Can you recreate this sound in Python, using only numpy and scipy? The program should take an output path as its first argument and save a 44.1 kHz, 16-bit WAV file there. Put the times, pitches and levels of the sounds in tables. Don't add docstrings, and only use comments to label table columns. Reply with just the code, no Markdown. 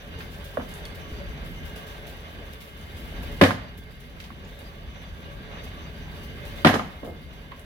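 import sys
import numpy as np
from scipy import signal
from scipy.fft import rfft, irfft, next_fast_len
from scipy.io import wavfile

SR = 44100
rng = np.random.default_rng(int(sys.argv[2]) if len(sys.argv) > 2 else 0)


def master(y):
    cut = np.clip(np.atleast_2d(y).T, -1, 1)
    pcm = np.round(cut * 32767)
    wavfile.write(sys.argv[1], SR, pcm.astype(np.int16))


N = 337350
TIME = np.arange(N) / SR

# frequency in Hz, correlation.
LIKENESS = [(25, 0.044), (60, 0.81), (130, 0.96), (290, 0.84), (640, 0.59), (1400, -0.39), (3100, 0.024),
            (15000, -0.0051)]
# frequency in Hz, t60 in seconds, level in dB.
YARD_ECHOES = [(60, 0.96, -12), (250, 0.36, -9), (1010, 0.47, -9), (3130, 0.54, -13), (8000, 0.25, 1),
               (14900, 0.15, 3.5)]
# frequency in Hz, left gain in dB, right gain in dB.
PORTS = [(500, 0, 0), (1200, -1.5, 1), (1900, -2, 1.5), (3440, -0.5, 0.5), (4500, -1, -1.5),
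         (6300, 2, -5.5), (7340, 1, -6.5), (8000, -0.5, -1), (10800, 2.5, 3), (10600, 8.5, 3.5),
         (11800, 5.5, 4.5), (13400, 6, -5.5), (15700, 7.5, -12)]
CUTOFF_HZ = 15900

# time in seconds, level in dB.
LEAF_FLOOR = [(0, -63), (0.6, -61), (2.3, -61), (3.2, -56.5), (3.8, -61.5), (5.3, -61.5), (6.5, -58.5),
              (7.6, -63)]
# peak time in seconds, peak level in dB, t60 in seconds.
RUSTLES = [(0.19, -50, 0.56), (0.32, -52.5, 0.98), (0.445, -48, 0.4), (0.545, -52, 0.21), (0.63, -54, 0.35),
           (0.69, -49.5, 0.54), (0.78, -53, 0.34), (0.95, -50, 0.35), (1.09, -57, 1.0), (1.45, -53.5, 1),
           (1.655, -51.5, 0.52), (1.76, -48.5, 0.45), (1.87, -51, 0.78), (2.07, -49.5, 0.44),
           (2.535, -49, 0.099), (2.61, -50, 0.42), (2.97, -51.5, 0.68), (3.23, -49, 0.4), (3.32, -52, 1),
           (3.78, -46, 0.14), (3.91, -54, 0.3), (4.005, -49.5, 0.25), (4.2, -50, 0.6), (4.48, -54.5, 0.57),
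           (4.6, -54.5, 1), (5.64, -47, 0.2), (6.15, -56, 0.72), (6.235, -51, 0.25), (6.36, -60, 0.22),
           (6.455, -48.5, 0.48), (6.565, -52, 1), (6.91, -57, 0.35), (7.05, -49.5, 0.26),
           (7.335, -56, 0.23)]
# frequency in Hz, relative density in dB per Hz.
LEAF_COLOUR = [(1500, -2), (2800, 12.5), (4500, 6), (6200, 3), (8000, 0), (10000, -1), (12000, 1),
               (15500, 0.5)]
RUSTLE_ATTACK_S = 0.0092
STIRS_PER_S, STIR_DB, STIR_SPREAD_DB, STIR_T60_S = 7, -59, 0.5, 0.28

# start in seconds, level in dB.
THUMPS = [(1.124, -23), (5.126, -27)]

# time in seconds, share from 0 to 1.
OIL_FLOW = [(0, 0.8), (0.7, 1), (1.8, 0.45), (2.4, 0.27), (3.9, 0.2)]
# frequency in Hz, width in Hz, level in dB with the valves shut (before a
# 3.5 dB cut), dB gained at full flow.
WHINES = [(424, 33.5, -56.5, 8.5), (1604, 88, -54, 4.5), (2112, 17, -54.5, -3), (3051, 29, -56, 2)]
WHINE_FOLLOWS_LOAD = 0.86
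PUMP_HZ, PUMP_DB = 223, -63.5

# time in seconds, reference level
# of the exhaust in dB, load in dB.
ENGINE = [(0, -39, -0.5), (0.2, -36.5, -0.5), (0.48, -39, -1.5), (0.75, -36, 0.8), (1.65, -33.5, 0.6),
          (1.9, -39.5, 2), (2.45, -39, -1.1), (2.7, -43, -3), (3.0, -35, 0.5), (3.3, -32.5, 3.5),
          (3.9, -36, -0.3), (4.45, -36.5, -0.6), (4.9, -36.5, 0.6), (5.7, -35, 1.6), (6.55, -34, 2),
          (6.95, -36.5, 0.5), (7.25, -36.5, -3.5), (7.6, -42, -1)]
# multiple of the cycle rate, level in dB before a 2.5 dB cut.
EXHAUST_TONES = [(3, -11.5), (4, -14.5), (5, -18.5), (6, -13.5), (9, -20), (11, -16.5), (12, -18.5),
                 (15, -30.5), (18, -23.5)]
# frequency in Hz, relative density in dB per Hz.
RUMBLE_COLOUR = [(18, -27), (30, -4), (45, -1), (68, 2), (100, -10), (135, -9), (160, -4), (210, -10),
                 (280, -15.5), (350, -17), (600, -34)]
# frequency in Hz, relative density in dB per Hz.
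DRONE_COLOUR = [(250, -25), (350, -3), (600, 0), (800, -4.5), (1100, -6), (1400, -11.5), (2000, -45)]
# frequency in Hz, relative density in dB per Hz.
CLATTER_COLOUR = [(1100, -3), (1600, 9), (2200, 8.5), (3000, 4.5), (3800, 3.5), (4500, -18), (5300, -27),
                  (6200, -38), (7500, -22)]
# frequency in Hz, width in Hz, level in dB before a 2 dB cut.
PANELS = [(568.8, 15.5, -13.5), (696, 26, -30.5), (1136, 68, -14), (1890, 180, -16.5), (2854, 75, -15),
          (3446, 96, -18), (3700, 290, -18.5), (4677, 210, -18.5), (5910, 620, -22.5)]
CYCLE_HZ = 14.08
DRONE_DB, CLATTER_DB = -50.5, -43
FLOW_DRONE_DB = 1

# frequency in Hz, width in Hz, level in dB.
TIMBER = [(224, 108, 15), (437, 115, 6.5), (542, 69, -1), (700, 49, -1.5), (756, 56, -26), (1035, 49, -2),
          (1190, 89, -9), (1388, 170, -26), (1590, 140, -5), (1880, 53, -9), (2150, 32, -12),
          (2990, 190, -12), (3300, 99, -36), (3670, 250, -28)]
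# start in seconds, level in dB, pitch in Hz, t60 in seconds.
NAILS = [(.854, -33, 4420, 0.027), (4.449, -47, 6730, 0.029)]
# multiple of its pitch, level in dB.
NAIL_MODES = [(.76, -3), (1, -0.5), (1.025, -18), (1.13, -12)]
# start in seconds, level in dB, low edge in Hz, t60 in seconds,
# left-right difference in dB.
SPLINTERS = [(0.205, -38.5, 1300, 0.13, 1), (0.739, -43.5, 3800, 0.032, -3), (0.853, -45.5, 3870, 0.02, -1),
             (2.812, -52, 3500, 0.018, 0), (4.202, -35.5, 1750, 0.08, -2), (4.24, -40.5, 1810, 0.097, 1),
             (4.59, -48.5, 4200, 0.03, 1), (6.741, -27.5, 2230, 0.09, 1), (7.594, -49.5, 4200, 0.018, 1)]
SPLINTER_SPAN = 2.86
# start in seconds, level in dB, low edge in Hz, high edge in Hz, # t60 in seconds, contact
# click in dB relative to the knock, left-right difference in dB.
KNOCKS = [(0.571, -19.5, 470, 655, 0.062, -8.5, 0), (0.596, -36.5, 850, 1750, 0.14, -26, 1),
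          (3.492, -22.5, 350, 2000, 0.08, -22, -2), (3.507, -14.5, 610, 2410, 0.054, -24, -1),
          (4.304, -36, 760, 1520, 0.047, -20, -2), (6.739, -14.5, 280, 1530, 0.07, -18, 1),
          (6.754, -16, 500, 1400, 0.052, -17, -1), (6.7946, -19, 700, 1350, 0.05, -13.5, 3),
          (6.812, -26, 696, 900, 0.037, -15, -5), (7.031, -29, 201, 860, 0.11, -24, -1),
          (7.048, -34, 415, 805, 0.16, -17, 1), (7.076, -32, 198, 790, 0.21, -27, 1),
          (7.518, -34.5, 980, 1170, 0.062, -6, 0)]
CLICK_FROM, CLICK_TO = 1.52, 2.55
FLEX_DELAY_S, FLEX_DB, FLEX_T60_S = 0.01193, -11, 0.22
FLEX_LOW_HZ, FLEX_HIGH_HZ = 80, 270
# start in seconds, level in dB.
JOLTS = [(3.4175, -3), (3.4280, -5.5), (6.6490, -6), (6.6620, -4)]
# frequency in Hz, level in dB, t60 in seconds.
WALL_MODES = [(98.6, -13, 0.25), (118, -18.5, 0.5), (156.6, -3.5, 0.083), (226.5, -4.5, 0.077),
              (260.6, -4.5, 0.19), (279.6, -1, 0.081), (365, -8.5, 0.083)]
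# start in seconds, level in dB, stretch of the decays, pitch of the wrench in Hz,
# left-right difference in dB.
BEAMS = [(3.4118, 0, 0.87, 550, -0.5), (6.6462, -2, 1.08, 780, -1.2)]
# delay after the beam's start in
# seconds, level in dB, low edge in Hz, high edge in Hz, t60 in seconds before the beam's stretch.
BREAK_STAGES = [(0.0008, -5, 400, 1800, 0.073), (0.002, -13, 1640, 4360, 0.025),
                (0.004, -16.5, 1290, 4200, 0.37), (0.012, -20, 60, 126, 0.26),
                (0.018, -14.5, 1650, 2080, 0.24), (0.025, -8.5, 720, 3900, 0.13),
                (0.042, -20, 450, 1712, 0.28)]
WRENCH_AFTER_S, WRENCH_DB, WRENCH_SPAN, WRENCH_T60_S = 0.0145, -7.5, 1.26, 0.12


def from_db(db):
    return 10 ** (np.asarray(db) / 20)


def rms_one(x):
    return x / np.sqrt(np.mean(x ** 2) + 1e-20)


def in_time(rows):
    s, *columns = np.transpose(rows)
    return [np.interp(TIME, s, column) for column in columns]


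def at_hz(points, hz, axis=1):
    points = np.array(points)
    return np.interp(np.log(hz), np.log(points[:, 0]), points[:, axis])


def drift(rate):
    r = np.exp(-80 * np.pi * rate / SR)
    noise = rng.standard_normal(N // 40 + 2002)
    slow = signal.lfilter([1], [1, -2 * r, r * r], noise)[2000:]
    return np.interp(np.arange(N) / 40, np.arange(len(slow)), rms_one(slow))


def band(x, low_hz, high_hz, order=2):
    high_hz = min(max(high_hz, 1.1 * low_hz), .48 * SR)
    return signal.sosfilt(signal.butter(order, [low_hz, high_hz], "band", fs=SR, output="sos"), x)


def resonate(x, hz, width_hz):
    r = np.exp(-np.pi * width_hz / SR)
    top = np.array([1, 0, -1]) * (1 - r * r) / 2
    return signal.lfilter(top, [1, -2 * r * np.cos(2 * np.pi * hz / SR), r * r], x)


def stereo(pair, hz):
    alike = np.clip(at_hz(LIKENESS, hz), -1, 1)
    mid = np.sqrt(1 + alike) * pair[0]
    side = np.sqrt(1 - alike) * pair[1]
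    return mid + side * np.array([[1], [-1]])


def pan(db):
    return from_db(np.array([[db], [-db]]) / 2)


def from_left(x, share=0.15, count=22):
    share = np.clip(share, 0, 1)
    right = np.sqrt(1 - share) * x[1] + np.sqrt(share) * np.roll(x[0], count)
    return np.array([x[0], right])


def add(out, s, sound):
    at = int(round(s * SR))
    out[..., at:at + sound.shape[-1]] += sound[..., :N - at]


def half_octaves(white):
    edges = 16000 / 2 ** np.arange(10, -.1, -.5)
    return [(np.sqrt(lo * hi), lo, hi, white[k % 2]) for k, (lo, hi) in enumerate(zip(edges, edges[1:]))]


def coloured_noise(spectrum, flicker_db, flicker_rate):
    out = 0
    for hz, lo, hi, white in half_octaves(rng.standard_normal((2, 2, N))):
        flicker = flicker_db * drift(flicker_rate)
        if spectrum[0][0] < hz < spectrum[-1][0]:
            out = out + from_db(at_hz(spectrum, hz) + flicker) * stereo(band(white, lo, hi), hz)
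    return rms_one(out)


def singing(hz, width_hz, drive=1):
    noise = drive * rng.standard_normal((2, N))
    rung = resonate(noise, hz, 1.5 * width_hz)
    rung = resonate(rung, hz, 1.5 * width_hz)
    return rms_one(stereo(rung, hz))


def rustle(s, db, t60):
    t = TIME - s
    swell = np.clip(1 + t / RUSTLE_ATTACK_S, 0, 1)
    return from_db(db - 60 * np.maximum(t, 0) / t60) ** 2 * swell ** 2


def foliage():
    starts = rng.random(N) < STIRS_PER_S / SR
    stirring = starts * from_db(STIR_DB + STIR_SPREAD_DB * rng.standard_normal(N)) ** 2
    decay = from_db(-60 / (STIR_T60_S * SR)) ** 2
    stirs = signal.lfilter([1], [1, -decay], stirring + 1e-18)
    floor_db, = in_time(LEAF_FLOOR)
    power = from_db(floor_db) ** 2 + stirs + sum(rustle(s, db, t60) for s, db, t60 in RUSTLES)
    grains = rms_one(from_db(1.2 * drift(270)))
    return np.sqrt(power) * grains * coloured_noise(LEAF_COLOUR, 1.0, 48)


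def yard(x, build_s=0.0032):
    t, response = TIME[:SR], 0
    for hz, lo, hi, white in half_octaves(rng.standard_normal((2, 2, SR))):
        fade = from_db(-60 * t / at_hz(YARD_ECHOES, hz)) * (1 - np.exp(-t / build_s))
        fade = fade / np.sqrt(2 * np.sum(fade ** 2))
        level = from_db(at_hz(YARD_ECHOES, hz, axis=2))
        response = response + level * fade * stereo(band(white, lo, hi), hz)
    return signal.fftconvolve(x, response, axes=1)[:, :N]


def thumps(ground_hz=62, t60=0.18):
    out, t = np.zeros(N), TIME[:SR // 2]
    for s, db in THUMPS:
        add(out, s, -from_db(db - 60 * t / t60) * np.sin(2 * np.pi * ground_hz * t))
    return out


def hydraulics(waver_db=1.95):
    _, load_db = in_time(ENGINE)
    flow, = in_time(OIL_FLOW)
    valves = 0
    for hz, width, shut_db, flow_db in WHINES:
        level_db = shut_db - 3.5 + flow_db * flow + WHINE_FOLLOWS_LOAD * load_db
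        valves = valves + from_db(level_db + waver_db * drift(2.5)) * singing(hz, width)
    pump_phase = 2 * np.pi * np.cumsum(PUMP_HZ * (1 + 0.00287 * drift(1.74))) / SR
    pump = np.sqrt(2) * np.sin(pump_phase)
    return from_left(valves) + from_db(PUMP_DB) * pump


def diesel():
    exhaust_db, load_db = in_time(ENGINE)
    flow, = in_time(OIL_FLOW)
    crank = 2 * np.pi * np.cumsum(CYCLE_HZ * (1 + 0.00852 * drift(1.165))) / SR
    firing = np.cos(6 * crank)
    beat = from_db(0.64 * firing + 0.7 * np.cos(crank) + 1.16 * drift(6.3))
    tones = 0
    for multiple, db in EXHAUST_TONES:
        tone = np.sqrt(2) * np.sin(round(multiple) * crank + rng.uniform(0, 2 * np.pi))
        tones = tones + from_db(db - 2.5 + 3.2 * drift(4.2)) * tone
    rumble = from_db(-4.0) * coloured_noise(RUMBLE_COLOUR, 1.97, 17.0)
    exhaust = from_db(exhaust_db) * (tones + rumble)
    body_db = DRONE_DB + load_db + FLOW_DRONE_DB * flow
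    body = from_db(body_db) * beat * coloured_noise(DRONE_COLOUR, 2.0, 13.6)
    panels = sum(from_db(db - 2 + 3.1 * drift(8.0)) * singing(hz, width, beat) for hz, width, db in PANELS)
    rattle = from_db(-6.5) * beat * coloured_noise(CLATTER_COLOUR, 0.73, 33)
    clatter = from_db(CLATTER_DB + load_db) * (rattle + panels)
    return exhaust * pan(0.25) + body * pan(-0.38) + from_left(clatter) * pan(0.081)


def nails():
    out, t = np.zeros((2, N)), TIME[:SR // 5]
    for s, db, hz, t60 in NAILS:
        ping = 0
        for ratio, level_db in NAIL_MODES:
            phase = rng.uniform(0, np.pi, (2, 1))
            ping = ping + from_db(level_db) * np.sin(2 * np.pi * ratio * hz * t + phase)
        add(out, s, from_db(db - 60 * t / t60) * ping)
    return out


def crack(low_hz, high_hz, t60, grain_db=1.5, direct_db=-9, splinter_db=-27, wide_hz=950, side_db=1.0,
          snap_db=5, snap_s=0.0014):
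    t = TIME[:SR // 3]
    snap = np.exp(-t / snap_s)
    fade = from_db(snap_db * snap - 60 * t / t60)
    bundles = np.repeat(rng.standard_normal(len(t)), SR // 1000)[:len(t)]
    grain = from_db(grain_db * bundles * (1 - snap))
    fibres = fade * grain * rng.standard_normal((2, len(t)))
    timber = sum(from_db(level_db) * resonate(fibres, hz, width) for hz, width, level_db in TIMBER)
    burst = band(from_db(direct_db) * fibres + timber, low_hz, high_hz)
    splinter_gain = from_db(splinter_db) * min(high_hz / 2000, 1) ** 2
    splinters = splinter_gain * rms_one(band(fibres, 3200, 11000, order=1))
    mid, side = np.array([rms_one(row) for row in burst]) + splinters
    side = from_db(side_db) * band(side, wide_hz, CUTOFF_HZ, order=1)
    level = from_db(-0.5) * np.sqrt(np.mean(fade ** 2))
    return level * rms_one(np.array([mid + side, mid - side]))


def splintering():
    out = np.zeros((2, N))
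    for s, db, low_hz, t60, pan_db in SPLINTERS:
        add(out, s, from_db(db) * crack(low_hz, low_hz * SPLINTER_SPAN, t60) * pan(pan_db))
    return out


def boards():
    out = np.zeros((2, N))
    for s, db, low_hz, high_hz, t60, click_db, pan_db in KNOCKS:
        click = from_db(click_db) * crack(CLICK_FROM * high_hz, CLICK_TO * high_hz, t60)
        knock = crack(low_hz, high_hz, t60) + click
        add(out, s, from_db(db) * knock * pan(pan_db))
        flex = crack(FLEX_LOW_HZ, FLEX_HIGH_HZ, FLEX_T60_S)
        add(out, s + FLEX_DELAY_S, from_db(db + FLEX_DB) * flex)
    return out


def wall(lowest_hz=70):
    out, t = np.zeros(N), TIME[:SR // 2]
    boom = 0
    for k, (hz, db, t60) in enumerate(WALL_MODES):
        boom = boom + (-1) ** k * from_db(db - 60 * t / t60) * np.sin(2 * np.pi * hz * t)
    for s, db in JOLTS:
        add(out, s, from_db(db) * boom)
    return band(out, lowest_hz, CUTOFF_HZ) * pan(1.0)


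def beams():
    out = np.zeros((2, N))
    for s, db, stretch, hz, pan_db in BEAMS:
        wrench = (WRENCH_AFTER_S, WRENCH_DB, hz / WRENCH_SPAN, hz * WRENCH_SPAN, WRENCH_T60_S)
        for after_s, stage_db, low_hz, high_hz, t60 in BREAK_STAGES + [wrench]:
            burst = crack(low_hz, high_hz, stretch * t60)
            add(out, s + after_s, from_db(db + stage_db) * burst * pan(pan_db))
    return out


def scene():
    machine = thumps() + hydraulics() + diesel()
    wood = nails() + splintering() + boards() + wall() + beams()
    return foliage() + machine + wood + yard(wood)


def record(dry, threshold_db=-14, release_db_per_s=1.5):
    size = next_fast_len(N + SR)
    hz = np.maximum(np.fft.rfftfreq(size, 1 / SR), 1)
    port_gains = from_db([at_hz(PORTS, hz, axis=1), at_hz(PORTS, hz, axis=2)])
    heard = irfft(rfft(dry, size) * port_gains, size)[:, :N]
    follow = np.exp(-1 / (0.058 * SR))
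    power = signal.lfilter([1 - follow], [1, -follow], np.mean(heard ** 2, axis=0))
    level_db = 10 * np.log10(power + 1e-12)
    over_db = np.clip(level_db - threshold_db, 0, 5)
    released_db = release_db_per_s * TIME
    duck_db = np.maximum.accumulate(over_db + released_db) - released_db
    rounded = np.tanh(heard * from_db(-duck_db))
    return signal.sosfilt(signal.ellip(10, .1, 80, CUTOFF_HZ, fs=SR, output="sos"), rounded)


dry = scene()
out = record(dry)
master(out)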